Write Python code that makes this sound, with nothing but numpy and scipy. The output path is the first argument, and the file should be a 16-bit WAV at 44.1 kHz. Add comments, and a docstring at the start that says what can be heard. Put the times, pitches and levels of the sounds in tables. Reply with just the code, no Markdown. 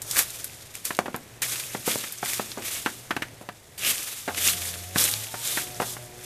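"""From the start a rake is pulled through a cherry tree in repeated strokes: leaves swish and crackle,
tines scrape the branch and stalks snap, while far off a small engine revs up and down over quiet
outdoor air. From 0.9 s cherries drop close by, each slapping a plastic sheet and thudding on the
ground beneath. Near 4.2 s the engine bogs down under load and grows louder, then pulls up to speed
as the raking and the falling fruit go on."""
import sys
import numpy as np
from scipy import signal
from scipy.fft import rfft, irfft, next_fast_len
from scipy.io import wavfile
from scipy.ndimage import uniform_filter1d, map_coordinates

SR = 44100
rng = np.random.default_rng(int(sys.argv[2]) if len(sys.argv) > 2 else 0)


def file_out(sig):
    """Save sig as 16-bit WAV at sys.argv[1]."""
    # one column per channel
    cols = np.atleast_2d(sig).T
    # limit, then scale
    lim = np.clip(cols, -1, 1)
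    pcm = np.round(lim * 32767).astype(np.int16)
    wavfile.write(sys.argv[1], SR, pcm)


N = 275625
TOP_HZ = 14300  # upper band limit

# spectrum of the outdoor background: (frequency [Hz], relative level [dB])
AIR_SPECTRUM = [(20, -10), (60, -4.5), (120, 3), (200, -9), (400, -6), (700, -9), (1200, -15.5),
                (2000, -13), (4000, -22), (14000, -44)]
# reverberation of the garden: (frequency [Hz], t60 [s])
GARDEN_DECAY = [(150, 0.62), (1000, 0.15), (10000, 0.16)]
# throttle blips: (time of the top [s], firing rate [Hz])
THROTTLE_BLIPS = [(0.198, 122.3), (1.55, 127.4), (2.22, 122.6), (3.05, 123.5)]
# the engine under load: (time [s], firing rate [Hz], relative level [dB])
ENGINE_LOAD = [(4.18, 100.3, -75), (4.32, 87.8, -41), (4.85, 88.4, -40), (5.05, 100.7, -39),
               (5.33, 113, -50), (5.55, 121.5, -49), (6.25, 120.9, -51.5)]
# exhaust harmonics: (multiple of the firing rate, weight at low speed [dB], weight at high speed [dB])
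EXHAUST_HARMONICS = [(1, -3.5, 0.5), (2, -14, -15), (3, -42, -4), (4, -26, -13), (5, -22, -6),
                     (6, -19.5, -6), (7, -24, -17), (8, -14.5, -15)]
# cherries landing: (time [s], relative level [dB], slap pitch [Hz], thud weight [dB],
# crumple t60 [s], smack level re crumple [dB])
CHERRY_LANDINGS = [(0.905, -14.5, 1180, -19.5, 0.036, -11), (0.9883, -1.5, 630, -37, .043, 6.5),
                   (1.057, -19, 910, -21, 0.05, -9), (1.08, -22.5, 680, -8.5, 0.071, -23),
                   (1.143, -18, 1110, -10.5, 0.082, -5), (1.747, -15.5, 527, -20, 0.038, -13),
                   (1.876, -14.5, 660, -12, 0.071, -7), (1.956, -33, 486, 6, 0.072, -14),
                   (2.037, -21.5, 2500, -21, .044, -15), (2.227, -13.5, 715, -20.5, 0.036, -28),
                   (2.395, -14, 785, -15, 0.025, -8), (2.572, -22, 510, -18, 0.13, -12),
                   (2.86, -7.5, 1380, -19.5, 0.063, -2), (3.106, -11.5, 1490, -18.5, 0.051, -27),
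                   (3.164, -13.5, 1320, -15, 0.031, -8), (3.22, -14, 1990, -20.5, 0.048, -26),
                   (3.411, -37.5, 560, -4, 0.19, -25), (3.488, -18, 1030, -16, 0.034, -2.5),
                   (4.277, -15, 730, -18, .098, -11), (4.958, -10, 1260, -14.5, 0.035, -6),
                   (5.339, -19.5, 580, -28, 0.051, -12), (5.571, -14.5, 1461, -17, 0.059, -7),
                   (5.799, -10, 550, -20, 0.035, -9), (5.818, -15.5, 710, -13, 0.076, -7),
                   (5.966, -23.5, 890, -23, 0.058, -3)]
# response of the plastic sheet: (frequency [Hz], gain [dB])
SHEET_RESPONSE = [(50, -15), (150, 3.5), (330, 3), (480, 1.5), (740, 3.5), (1050, -0.5), (1500, 2),
                  (3000, -3), (5000, -9), (14000, -6.5)]
# stalks snapping, tines hitting twigs: (time [s], relative level [dB], pitch [Hz], shiver re tick [dB])
STALK_SNAPS = [(0.018, -13, 8700, -3.5), (0.111, -7, 7430, -10), (0.167, -5.5, 1800, -25),
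               (0.1893, 1.5, 10200, 2), (0.191, -5, 1720, -6), (0.303, -18.5, 7200, -5),
               (0.443, -7.5, 11200, -6), (0.753, -15, 8990, -27), (0.852, -7.5, 9600, -7),
               (0.9487, -19.5, 3820, -8), (0.9677, -19, 7730, -12), (0.9892, -14.5, 6000, -11),
               (1.1615, -14, 12800, -23), (1.419, -9, 7470, -8), (1.4317, -21, 2570, -16),
               (1.5567, -15.5, 2420, -10), (1.5977, -14, 4770, -6), (2.1226, -14, 12550, -6),
               (2.2582, -12.5, 2130, -8), (2.3337, -12, 7200, -10), (2.3794, -19, 4200, -12),
               (2.5162, -16, 3470, -9), (2.6212, -21, 2450, -7), (3.8482, -8.5, 3180, -6),
               (4.346, -15, 2390, -13), (4.4757, -9, 3630, -20), (4.9824, -4, 5770, -21),
               (5.1375, -7, 4020, -19)]
# pulls of the rake: (time of full force [s], rustle level [dB], rise [s], hold [s], fall [s],
# twig weight [dB], scrape weight [dB])
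RAKE_STROKES = [(0.105, -33, 0.1, 0.018, .05, -18, -27), (0.186, -21, 0.095, 0.018, .05, -9.5, -14),
                (0.35, -39, 0.15, 0.017, 0.23, -10, -30), (0.745, -41, .015, 0.016, 0.16, -6, -25),
                (0.851, -29, 0.0098, 0.0079, 0.12, -9, -32), (1.42, -25.5, 0.0023, .016, 0.036, -2.5, -6.5),
                (1.45, -31, 0.019, 0.042, 0.57, -9, -16), (1.867, -26.5, 0.016, 0.025, 0.27, -5, -17),
                (2.26, -30.5, 0.064, 0.075, 0.25, -6.5, -14), (2.655, -32.5, 0.063, 0.11, 0.27, -7, -15),
                (3.779, -34.5, 0.0026, 0.0091, .15, -5.5, -22), (3.825, -31, 0.022, 0.054, 0.055, -4, -2),
                (3.87, -24.5, 0.033, 0.032, 0.14, -8, -11.5), (4.0, -35.5, 0.19, 0.099, 0.39, -9.5, -12.5),
                (4.38, -30.5, 0.044, 0.035, 0.087, -4.5, -8), (4.469, -21, 0.13, 0.014, .11, -8, -11.5),
                (4.66, -31, .2, 0.0091, 0.16, -9, -16), (4.986, -22, 0.042, 0.057, 0.2, -9.5, -12),
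                (5.18, -35.5, 0.089, .01, 0.19, -13, -14), (5.458, -28.5, 0.14, 0.14, 0.1, -8.5, -10.5),
                (5.815, -34, 0.05, 0.12, 0.055, -22, -18), (6.245, -40, 0.092, .01, 0.076, -9, -22)]
# resonance of the branch under the tines, higher for thinner ones: (time [s], frequency [Hz])
BRANCH_RESONANCE = [(0.2, 1720), (1.42, 2200), (3.85, 2730), (4.5, 3370), (5.1, 3550)]
# spectrum of brushed twigs: (frequency [Hz], relative level [dB])
TWIG_SPECTRUM = [(80, -37), (200, -3.5), (700, -3), (1000, -14), (1600, -1.5), (2400, 1.5), (3300, -1),
                 (4400, -4), (9000, -10.5)]
# spectrum of sliding leaves: (frequency [Hz], relative level [dB])
LEAF_SPECTRUM = [(100, -17), (400, -32), (1200, -5.5), (2400, -18), (3000, -9), (3500, -2), (4100, -6),
                 (4800, -4.5), (7000, -1), (10000, 0), (14000, -2)]


def amp(db):
    """Amplitude ratio of a level in decibels."""
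    return 10 ** (np.asarray(db) / 20)


def unit(x):
    """Normalisation to rms 1."""
    return x / np.sqrt(np.mean(x ** 2) + 1e-20)


def peak_unit(x):
    """Normalisation of a transient: its loudest 4 ms have rms 1."""
    return x / np.sqrt(np.abs(uniform_filter1d(x ** 2, 176)).max() + 1e-20)


def along(points, hz):
    """Interpolation of (frequency [Hz], value) points on a logarithmic axis."""
    knots_hz, values = np.transpose(points)
    return np.interp(np.log(hz + 1), np.log(knots_hz + 1), values)


def curves(rows):
    """Linear interpolation in time: one value per sample for each column after the first."""
    times, *columns = np.transpose(rows)
    return [np.interp(np.arange(N) / SR, times, column) for column in columns]


def wobble(rate):
    """Smooth random modulation: a spline through `rate` Gaussian knots a second."""
    return map_coordinates(rng.standard_normal(int(N * rate / SR) + 4), [np.arange(N) * rate / SR])


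def filtered(x, response):
    """Zero-phase filtering: the spectrum of x times a response of frequency."""
    size = next_fast_len(N + SR // 2)
    return irfft(rfft(x, size) * response(np.fft.rfftfreq(size, 1 / SR)), size)[..., :N]


def coloured(x, spectrum):
    """Spectral shaping of x, at rms 1."""
    return unit(filtered(x, lambda hz: amp(along(spectrum, hz))))


def struck(x, gain):
    """Causal response to x: the minimum-phase filter with this gain over frequency."""
    size = 2 * len(x)
    magnitude = np.maximum(gain(np.fft.rfftfreq(size, 1 / SR)), 1e-6)
    cepstrum = irfft(np.log(magnitude), size)
    folded = np.concatenate([cepstrum[:1], 2 * cepstrum[1:len(x)]])
    return irfft(rfft(x, size) * np.exp(rfft(folded, size)), size)[:len(x)]


def resonance(hz, centre_hz, q):
    """Gain of a damped resonator with quality factor q."""
    return 1 / np.sqrt(1 + (q * (hz / centre_hz - centre_hz / (hz + 1))) ** 2)


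def add(track, time_s, x):
    """Superposition of x on the track, starting at time_s."""
    part = track[max(round(time_s * SR), 0):][:len(x)]
    part += x[:len(part)]


def crackle(count, pitch_hz, scatter, cycles, size_db):
    """Shot noise: tiny contacts ring as damped sines, a few much stronger than the rest."""
    steps = np.arange(64)
    t = steps / SR
    start = (N * rng.random((count, 1))).astype(int)
    hz = np.clip(pitch_hz * np.exp(scatter * rng.standard_normal((count, 1))), 500, TOP_HZ)
    strength = amp(size_db * np.minimum(rng.exponential(1, (count, 1)), 5))
    sign = np.sign(rng.standard_normal((count, 1)))
    grains = sign * strength * np.sqrt(hz) * np.sin(2 * np.pi * hz * t) * np.exp(-hz * t / cycles)
    return unit(np.bincount((start + steps).ravel(), grains.ravel(), minlength=N)[:N])


def air():
    """Ambient noise: a soft, low outdoor background under slow amplitude modulation."""
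    return amp(-51.0 + 2.6 * wobble(3.34)) * coloured(rng.standard_normal(N), AIR_SPECTRUM)


def garden(x):
    """Reverberation: ground and hedge scatter a short, delayed tail whose bass lasts longest."""
    hz, t, noise = signal.stft(rng.standard_normal(SR // 3), SR, nperseg=256)
    decay = amp(-60 * t / along(GARDEN_DECAY, hz)[:, None])
    tail = signal.istft(noise * decay, SR, nperseg=256)[1]
    return signal.fftconvolve(x, np.pad(tail / np.linalg.norm(tail), (300, 0)))[:N]


def throttle(idle_hz=101.2, climb_hz_per_s=70, sag_hz_per_s=29):
    """Modulation of firing rate and level: blips climb fast and sag to idle, until the load sets in."""
    t = np.arange(N) / SR
    blips = [top_hz - np.maximum(climb_hz_per_s * (top_s - t), sag_hz_per_s * (t - top_s))
             for top_s, top_hz in THROTTLE_BLIPS]
    free_hz = np.maximum(np.max(blips, axis=0), idle_hz)
    free_db = -63 + 0.4939 * (free_hz - idle_hz)  # louder with speed
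    return np.where(t < ENGINE_LOAD[0][0], [free_hz, free_db], curves(ENGINE_LOAD))


def engine():
    """Periodic firing gives a distant exhaust a harmonic series whose balance shifts with speed."""
    firing_hz, level_db = throttle()
    phase = 2 * np.pi * np.cumsum(firing_hz * (1 + 0.0045 * wobble(25))) / SR
    speed = np.clip((firing_hz - firing_hz.min()) / 30, 0, 1)
    coasting_db = -9 * (np.arange(N) / SR < ENGINE_LOAD[0][0])  # overtones are softer with no load
    drone = 0
    for k, slow_db, fast_db in EXHAUST_HARMONICS:
        waver_db = 1.8 * np.sqrt(k) * wobble(11)
        db = slow_db + speed * (fast_db - slow_db) + coasting_db * (k > 1) + waver_db
        smear_rad = 0.1 * (k - 1) * wobble(45)  # moving air blurs the higher overtones
        drone = drone + amp(db) * np.sin(k * phase + smear_rad + 2 * np.pi * rng.random())
    return amp(level_db + 1.5) * drone


def cherries():
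    """Impact excitation: each fruit slaps the sheet, which crumples, and thuds on the ground beneath."""
    out, t = np.zeros(N), np.arange(SR // 5) / SR
    contact = signal.unit_impulse(len(t), SR // 1000)
    for time_s, db, hz, thud_db, t60, smack_db in CHERRY_LANDINGS:
        folds = rng.standard_normal(len(t)) * amp(2.3 * rng.standard_normal(len(t)))
        settling = amp(-60 * t / t60) + amp(-24) * amp(-60 * t / (3 * t60))
        crumple = unit(folds * settling * (1 - np.exp(-t / 0.0017)))
        smack = amp(smack_db) * unit(contact)  # where the sheet lies flat, the hit is one clean smack
        slap = struck(crumple + smack, lambda f: amp(along(SHEET_RESPONSE, f)) * resonance(f, hz, q=0.9))
        push = rng.standard_normal(len(t)) * amp(-60 * t / 0.042) + 20 * contact
        thud = struck(push, lambda f: resonance(f, centre_hz=262, q=0.59) ** 2)
        landing = amp(db - 9.5) * peak_unit(slap) + amp(db + thud_db + 4) * peak_unit(thud)
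        add(out, time_s + 0.00058, landing)
    return out


def small_snaps(rustle_db, count, scatter_db=8, pitch_hz=6500, shiver_db=-11):
    """A random point process: thin stalks break, scaled to the rustle; rows as in STALK_SNAPS."""
    starts = rng.integers(0, N, count)
    deviations = np.clip(rng.standard_normal((count, 2)), -2, 2)
    return [(i / SR, rustle_db[i] + 2 + scatter_db * size, pitch_hz * np.exp(0.35 * detune), shiver_db)
            for i, (size, detune) in zip(starts, deviations)]


def snaps(rustle_db):
    """Fracture transients: a stalk parts with a sharp tick and its leaves shiver briefly."""
    out, t = np.zeros(N), np.arange(SR // 10) / SR
    for time_s, db, hz, shiver_db in STALK_SNAPS + small_snaps(rustle_db, count=20):
        attack = 1 - np.exp(-t / 0.0002)
        fade = amp(-60 * t / 0.0078) + amp(shiver_db) * amp(-60 * t / 0.066)
        tearing = rng.standard_normal(len(t)) * amp(rng.standard_normal(len(t)))  # fibres part in turn
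        tick = struck(attack * fade * tearing, lambda f: resonance(f, hz, q=1.2))
        add(out, time_s + 0.0005, amp(db - 13) * peak_unit(tick))
    return out


def scraping(half_width_hz=530):
    """Stick-slip friction: tines catch on the bark and drive the resonance of the branch; rms 1."""
    branch_hz, = curves(BRANCH_RESONANCE)
    slips = rng.standard_normal(N) * amp(5.2 * rng.standard_normal(N))
    carrier = np.exp(2j * np.pi * np.cumsum(branch_hz) / SR)
    baseband = signal.lfilter(*signal.butter(2, half_width_hz, fs=SR), slips / carrier)
    return unit(np.real(baseband * carrier))


def raking(swing_db=20, typical_pull_s=0.28, sway_db_per_s=23.5):
    """Incoherent sources add in power: pulls and the sway after them set leaf, twig and scrape dB."""
    t = np.arange(0, N / SR, 0.001)
    leaf, twig, scrape = amp(-53) ** 2, amp(-66) ** 2, 0  # the tree between strokes
    for time_s, db, rise, hold, fall, twig_db, scrape_db in RAKE_STROKES:
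        early, late = np.maximum(time_s - t, 0), np.maximum(t - time_s - hold, 0)
        pull = amp(db - swing_db * (early / rise + late / fall)) ** 2
        reach = (rise + hold + fall) / typical_pull_s  # longer pulls set the branch swaying more
        sway = (reach * amp(db - 12.5 - swing_db * early / rise - sway_db_per_s * late)) ** 2
        leaf = leaf + pull + sway
        twig = twig + pull * amp(twig_db) ** 2 + sway * amp(-7) ** 2
        scrape = scrape + pull * amp(scrape_db) ** 2
    levels_db = 10 * np.log10(np.array([leaf, twig, scrape]) + 1e-20)
    return curves(np.transpose([t, *levels_db]))


def foliage(rustle_db, twig_db, scrape_db, treble_hz=9000):
    """Friction noise: leaves slide and spring free, twigs brush the tines, tines scrape the branch."""
    catch_db = 1.28 * wobble(70)  # the tines catch and let go
    hiss = rng.standard_normal(N)
    contacts = crackle(count=14000, pitch_hz=7180, scatter=0.51, cycles=0.88, size_db=2.0)
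    flicks = crackle(count=320, pitch_hz=7870, scatter=0.44, cycles=3.5, size_db=3.0)  # stiff leaves
    leaves = coloured(hiss + 0.66 * contacts + 0.22 * flicks, LEAF_SPECTRUM)
    treble = filtered(leaves, lambda hz: hz ** 4 / (hz ** 4 + treble_hz ** 4))
    leaves = leaves + treble * (amp(0.23 * (rustle_db + 30)) - 1)  # faster leaves are brighter
    brushing = rng.standard_normal(N)
    clicks = crackle(count=2500, pitch_hz=2635, scatter=0.5, cycles=2.1, size_db=4.5)
    twigs = amp(twig_db + 1.5 * wobble(40)) * coloured(brushing + 0.32 * clicks, TWIG_SPECTRUM)
    return amp(catch_db) * (amp(rustle_db + 0.5) * leaves + twigs + amp(scrape_db) * scraping())


def scene():
    """Superposition in mono: tree and falling fruit in front, engine and air behind."""
    rustle_db, twig_db, scrape_db = raking()
    hits = cherries() + snaps(rustle_db)
    mix = foliage(rustle_db, twig_db, scrape_db) + hits + amp(-14.5) * garden(hits) + engine() + air()
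    return mix[None, :]


def record(dry):
    """Band limiting: an ideal low-pass filter removes everything above TOP_HZ."""
    return filtered(dry, lambda hz: hz < TOP_HZ)


dry = scene()
out = record(dry)
file_out(out)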